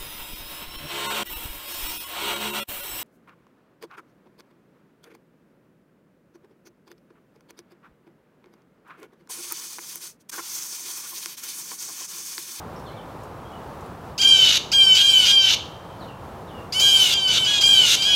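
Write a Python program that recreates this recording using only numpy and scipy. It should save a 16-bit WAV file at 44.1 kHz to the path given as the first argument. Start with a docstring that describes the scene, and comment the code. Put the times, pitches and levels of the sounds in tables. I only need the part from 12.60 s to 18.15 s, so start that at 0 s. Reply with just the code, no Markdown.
"""In a wood, several jays scold a hawk from the trees, their harsh calls overlapping in bouts.
Each call scoops up, holds a nasal tone, sags and breaks into a rasp as the syrinx passes through
period doubling into chaos; throat and bill filter it. A small bird chirps far off and the hawk
plucks its prey. Leaves and trunks scatter these sounds into echoes, over a low, distant town rumble."""
import sys
import numpy as np
from scipy import signal
from scipy.fft import rfft, irfft, next_fast_len
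from scipy.io import wavfile
from scipy.ndimage import map_coordinates

SR = 44100
rng = np.random.default_rng(int(sys.argv[2]) if len(sys.argv) > 2 else 0)


def int16_out(signal):
    """Quantize to a 16-bit WAV file."""
    q = np.round(np.clip(np.atleast_2d(signal).T, -1, 1) * 32767)
    wavfile.write(sys.argv[1], SR, q.astype(np.int16))


N = 244752

# Spectrum of the distant town and the leaves. Each row: frequency in Hz, relative density in dB.
BACKGROUND_SPECTRUM = [(15, -53), (25, -23), (58, -3), (107, 0), (178, -2), (267, -6.5), (523, -5),
                       (598, -6), (895, -5.5), (1270, -10.5), (1450, -15), (2120, -24.5), (2850, -27),
                       (6730, -37), (15500, -40.5)]
# The far songbird. Each row: start in seconds, length in seconds, first pitch in Hz,
# last pitch in Hz, source level in dB.
SONGBIRD_CHIRPS = [(.16, .007, 6040, 5050, -47), (.258, .042, 4450, 3950, -52),
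                   (0.253, 0.04, 3900, 2850, -50.5), (0.294, .07, 2090, 2450, -54.5),
                   (0.357, 0.047, 3900, 2840, -51.5), (0.84, 0.066, 3200, 3290, -54),
                   (0.914, 0.059, 3060, 2830, -54), (2.999, 0.028, 3840, 2620, -37),
                   (3.397, 0.045, 4800, 3350, -49), (3.47, 0.048, 3030, 2640, -49.5),
                   (3.87, .05, 4100, 2700, -52), (3.934, .08, 2970, 2680, -50)]
# The hawk's bill tugging at feathers. Each row: start in seconds, level before filtering in dB.
FEATHER_TUGS = [(0.196, -49), (0.634, -47), (.918, -53), (1.208, -50), (1.26, -50)]
# The jays' calls. Each row: start, length and time to the crest in seconds, crest and final pitch in Hz,
# exponent of the sag (1 is straight), tone level at the crest before filtering in dB, its change by the
# end in dB, roughness of the held tone (0-1), rasp level in dB, raspy share of the call (0-1),
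# treble gain in dB as the bird faces towards or away.
JAY_CALLS = [ (1.578, .340, 0.05, 1603, 1420, .92, -15.5, -8, .025, -21, 0.53, -1),
             (1.613, 0.37, 0.072, 1596, 1420, 1.2, -10.5, -6, .025, -18.5, 0.42, -2),
             (2.116, 0.31, 0.024, 1621, 1472, 0.87, -11.5, -1, 0, -22.5, 0.3, -1.5),
             (2.35, .370, 0.06, 1614, 1400, 1.25, -12, -2.5, 0.05, -24.5, 0.33, 2),
             (2.411, 0.32, 0.071, 1652, 1420, 1.28, -23.5, 3, 0.02, -27.5, 0.52, 0.5),
             (2.653, 0.3, .035, 1617, 1475, 1.26, -11, -3.5, .02, -19, 0.49, -3.5),
             (4.122, 0.36, 0.086, 1537, 1405, 1.96, -19, -6, .02, -24.5, .50, 4.5),
             (4.195, 0.35, .057, 1617, 1340, 1.85, -11, -5, .015, -22.5, 0.35, 5),
             (4.512, 0.28, 0.044, 1595, 1435, 0.97, -20, 4, 0.03, -20, 0.42, -3.5),
             (4.674, .320, .056, 1563, 1370, 1.6, -19, -2.5, 0.06, -27.5, 0.47, 1),
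             (4.846, 0.38, .068, 1664, 1490, 1.15, -14.5, -13, 0.13, -28, 0.22, -6),
             (5.009, 0.35, .062, 1605, 1270, 1.59, -11.5, -3, .02, -17.5, 0.47, 3),
             (5.039, 0.31, 0.067, 1647, 1440, 1.2, -18.5, -14, 0.03, -22, 0.48, -1),
             (5.343, .350, 0.08, 1575, 1275, 1.5, -20.5, 0, 0.02, -20, .35, 2),
             (5.419, .350, 0.086, 1658, 1420, 1.2, -13.5, 17, 0.08, -15, .35, -5.5), ]
# Response of the throat while the bill is still opening. Each row: frequency in Hz, gain in dB.
OPENING_BILL_RESPONSE = [(1200, -30), (2350, -17), (3200, -16.5), (4100, -20.5), (4750, 1), (5400, -18),
                         (6200, -12.5), (7200, -20), (9000, -34), (15500, -34)]
# Response of the throat and open bill. Each row: frequency in Hz, gain in dB.
OPEN_BILL_RESPONSE = [(800, -40.5), (1550, -27.5), (2350, -23.5), (2750, -13), (3000, -1.5), (3250, -3.5),
                      (3800, -24), (4750, -19), (5500, -26.5), (6300, -25.5), (7100, -25), (8600, -34.5),
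                      (12000, -40.5), (15500, -50)]
# Spectrum of the rasp. Each row: frequency in Hz, relative density in dB.
RASP_SPECTRUM = [(800, -67), (1400, -12), (1950, -19), (2300, -7.5), (2550, -11), (2800, 0), (3200, -5.5),
                 (3600, 3), (4900, -10), (6500, -7.5), (7800, -18), (9900, -26), (12600, -24), (15500, -43)]
# Scatter from leaves, trunks and the deep wood. Each row: level before filtering in dB,
# time to decay by 60 dB in seconds, low-pass cutoff in Hz.
SCATTER_LAYERS = [(-10, 0.31, 10700), (-15, 0.54, 7400), (-27, 1.9, 3320)]

BACKGROUND_DB, TOP_HZ = -38.5, 15800
CLIMB_HZ_PER_S2, SWELL_DB = 16070, 5.5  # parabolic rise of a call to its crest
ONSET_ROUGHNESS, CLEARING_S = 0.19, 0.018
BREAK_SHARE, BREAK_POWER = 0.69, 1.36  # share of the raspy part taken to break up fully; its steepening


def undb(db):
    """Amplitude ratio of a level in decibels."""
    return 10 ** (np.asarray(db) / 20)


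def unit_rms(x):
    """Normalisation to an rms of 1."""
    return x / np.sqrt(np.mean(x ** 2))


def gain_at(hz, spectrum):
    """Gain of a (Hz, dB) spectrum, interpolated on a log-frequency axis."""
    points, db = np.transpose(spectrum)
    return undb(np.interp(np.log(np.maximum(hz, 1)), np.log(points), db))


def filtered(x, spectrum):
    """Zero-phase filtering by a (Hz, dB) spectrum."""
    size = next_fast_len(len(x))
    return irfft(rfft(x, size) * gain_at(np.fft.rfftfreq(size, 1 / SR), spectrum), size)[:len(x)]


def drift(size, rate):
    """Smooth random modulation of spread near 1, through `rate` knots a second."""
    knots = rng.standard_normal(4096)
    return map_coordinates(knots, [np.arange(size) * rate / SR], order=3, mode="wrap")


def add(track, start, x):
    """Superposition of x on the track from a start in seconds."""
    i = max(int(start * SR), 0)
    track[i:i + len(x)] += x[:max(N - i, 0)]


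def town_and_leaves(swell_db=0.45, flutter_db=1.0):
    """Broadband noise, lightly modulated in amplitude: a far rumble and a faint hiss of leaves."""
    noise = unit_rms(filtered(rng.standard_normal(N), BACKGROUND_SPECTRUM))
    return noise * undb(BACKGROUND_DB + swell_db * drift(N, 1.14) + flutter_db * drift(N, 14))


def songbird(waver=0.014):
    """Frequency modulation: each thin whistle is a sinusoid on a wavering exponential glide."""
    out = np.zeros(N)
    for start, length, from_hz, to_hz, db in SONGBIRD_CHIRPS:
        size = int(length * SR)
        hz = np.geomspace(from_hz, to_hz, size) * (1 + waver * drift(size, 157))
        whistle = np.sqrt(2) * np.sin(2 * np.pi * np.cumsum(hz) / SR)
        add(out, start, undb(db) * signal.windows.tukey(size, .5) * whistle)
    return out


def wood_echoes(x, build_s=0.0044):
    """Reverberation by scattering from trees: each layer is fainter, longer and duller than the last."""
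    t = np.arange(SR) / SR
    response = 0
    for db, t60, cutoff_hz in SCATTER_LAYERS:
        tail = rng.standard_normal(SR) * np.exp(-np.log(1000) * t / t60) * np.minimum(t / build_s, 1)
        lowpass = signal.butter(1, cutoff_hz, fs=SR, output="sos")
        response = response + undb(db) * signal.sosfilt(lowpass, unit_rms(tail) / np.sqrt(SR))
    return signal.fftconvolve(x, response)[:N]


def hawk_plucks(decay_s=.009, band_hz=(2000, 11000)):
    """Damped transients: each rip of feathers is a burst of band-limited noise."""
    out, t = np.zeros(N), np.arange(SR // 10) / SR
    for start, db in FEATHER_TUGS:
        add(out, start, undb(db) * np.exp(-t / decay_s) * rng.standard_normal(len(t)))
    return signal.sosfilt(signal.butter(1, band_hz, "band", fs=SR, output="sos"), out)


def call_contours(t, length, crest_s, crest_hz, final_hz, bend, crest_db, change_db, held_rough, raspy):
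    """Vocal effort sets pitch, level and roughness: a call climbs to a crest, sags and breaks up."""
    to_crest = np.maximum(crest_s - t, 0)
    spent = np.maximum(t - crest_s, 0) / (length - crest_s)
    hz = crest_hz - CLIMB_HZ_PER_S2 * to_crest ** 2 - (crest_hz - final_hz) * spent ** bend
    db = crest_db - SWELL_DB * (to_crest / crest_s) ** 2 + change_db * spent
    broken = np.clip((t / length - 1 + raspy) / (raspy * BREAK_SHARE), 0, 1) ** BREAK_POWER
    rough = np.clip(held_rough + ONSET_ROUGHNESS * np.exp(-t / CLEARING_S) + broken, 0, 1)
    return hz, db, rough


def nasal_tone(t, hz, phase, db, rough, opening, split_s=0.012, hoarse=0.16, flicker_db=3.0,
               overtone_slope=0.31, full_db=-14, quarter_db=-7,
               shrill_hz=4780, shrill_width_hz=300, shrill_db=5, shrill_s=0.04):
    """Source and filter: throat and bill resonances weight the partials of a period-doubled syrinx."""
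    opened = 1 - opening
    # softer calls lose more of the main resonance than of their overtones
    overtones = undb(overtone_slope * (full_db - db))
    doubling = 1 - np.exp(-(t / split_s) ** 2)
    tone = 0
    for k in np.arange(1, 25):  # multiples of half the pitch
        partial_hz = hz * k / 2
        gain = gain_at(partial_hz, OPEN_BILL_RESPONSE) ** opened
        gain *= gain_at(partial_hz, OPENING_BILL_RESPONSE) ** opening
        # a shrill upper resonance stands out while the bill is widest
        shrill = np.exp(-(t / shrill_s) ** 2 - ((partial_hz - shrill_hz) / shrill_width_hz) ** 2)
        gain *= undb(shrill_db * opened * shrill)
        offset = 2 * np.pi * rng.random()
        if k != 4:  # away from the main resonance the partials flicker and turn hoarse
            gain *= (overtones * undb(flicker_db * drift(len(t), 30.1))) ** opened
            offset += hoarse * k * np.sqrt(rough) * drift(len(t), 450)
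        tone += gain * np.sin(phase * k / 2 + offset) * (doubling if k % 2 else 1)
    # a second doubling adds quarter-pitch sidebands as the tone breaks
    return np.sqrt(2) * tone * (1 + undb(quarter_db) * np.sqrt(rough) * np.cos(phase / 4))


def membrane_rasp(phase, pulsing=0.76, sputter_db=-2.0, swing=3.0):
    """Chaotic vibration: the membranes' uneven slaps are noise pulsed at half pitch, limited in swing."""
    slaps = rng.standard_normal(len(phase)) * (1 + pulsing * np.cos(phase / 2))
    slaps *= undb(sputter_db * drift(len(phase), 350))
    rasp = unit_rms(filtered(slaps, RASP_SPECTRUM))
    envelope = np.abs(signal.hilbert(rasp))
    return unit_rms(rasp / np.sqrt(1 + (envelope / swing) ** 2))


def jay_call(length, crest_s, crest_hz, final_hz, bend, crest_db, change_db, held_rough, rasp_db, raspy,
             scoop=.23, scoop_s=.012, opening_s=0.022, attack_s=0.0023, release_s=0.0058,
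             waver=0.0021, tremble=0.0043, jitter=.028, crack=.02, breakup=0.83):
    """Nonlinear oscillation: the syrinx slides up to pitch, doubles its period twice and turns chaotic."""
    t = np.arange(int(length * SR)) / SR
    hz, db, rough = call_contours(t, length, crest_s, crest_hz, final_hz, bend,
                                  crest_db, change_db, held_rough, raspy)
    opening = np.exp(-(t / opening_s) ** 2)  # falls from 1 to 0 as the bill opens
    hz *= 1 - scoop * np.exp(-(t / scoop_s) ** 2)
    # uneven cycles crack the onset and blur the high overtones first
    unevenness = tremble + jitter * rough + crack * opening
    hz *= 1 + waver * drift(len(t), 121.1) + unevenness * drift(len(t), 1100)
    phase = 2 * np.pi * np.cumsum(hz) / SR
    tone = undb(db) * np.sqrt(1 - breakup * rough ** 2) * nasal_tone(t, hz, phase, db, rough, opening)
    rasp = undb(rasp_db) * rough * membrane_rasp(phase)
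    return (tone + rasp) * np.minimum(t / attack_s, 1) * np.minimum((t[-1] - t) / release_s, 1)


def branch_reflections(x, count=3, gain_db=-10, longest_delay_s=.005, above_hz=4970):
    """Comb filtering: treble glancing off branches makes overtones swell and fade as the pitch slides."""
    treble = signal.sosfilt(signal.butter(4, above_hz, "high", fs=SR, output="sos"), x)
    lags = (rng.random(count) * longest_delay_s * SR).astype(int)
    return x + undb(gain_db) * sum(np.pad(treble, (lag, 0))[:len(x)] for lag in lags)


def jays(beam_from_hz=4500, beam_full_hz=10000):
    """Directivity: an open bill beams treble forward, so each call is as bright as its bird's aim."""
    out = np.zeros(N)
    for start, *call, treble_db in JAY_CALLS:
        beamed = filtered(jay_call(*call), [(beam_from_hz, 0), (beam_full_hz, treble_db)])
        add(out, start, branch_reflections(beamed))
    return out


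def scene(far_direct_db=-4, far_echo_db=7):
    """Direct-to-reverberant ratio falls with distance: jays and hawk are near, the songbird far."""
    near, far = jays() + hawk_plucks(), songbird()
    direct = near + undb(far_direct_db) * far
    echoes = wood_echoes(near + undb(far_echo_db) * far)
    return (direct + echoes + town_and_leaves())[None]


def record(dry):
    """Band limiting: a steep low-pass filter cuts the top of the treble."""
    return signal.sosfilt(signal.ellip(10, .2, 80, TOP_HZ, fs=SR, output="sos"), dry)


dry = scene()
out = record(dry)
int16_out(out)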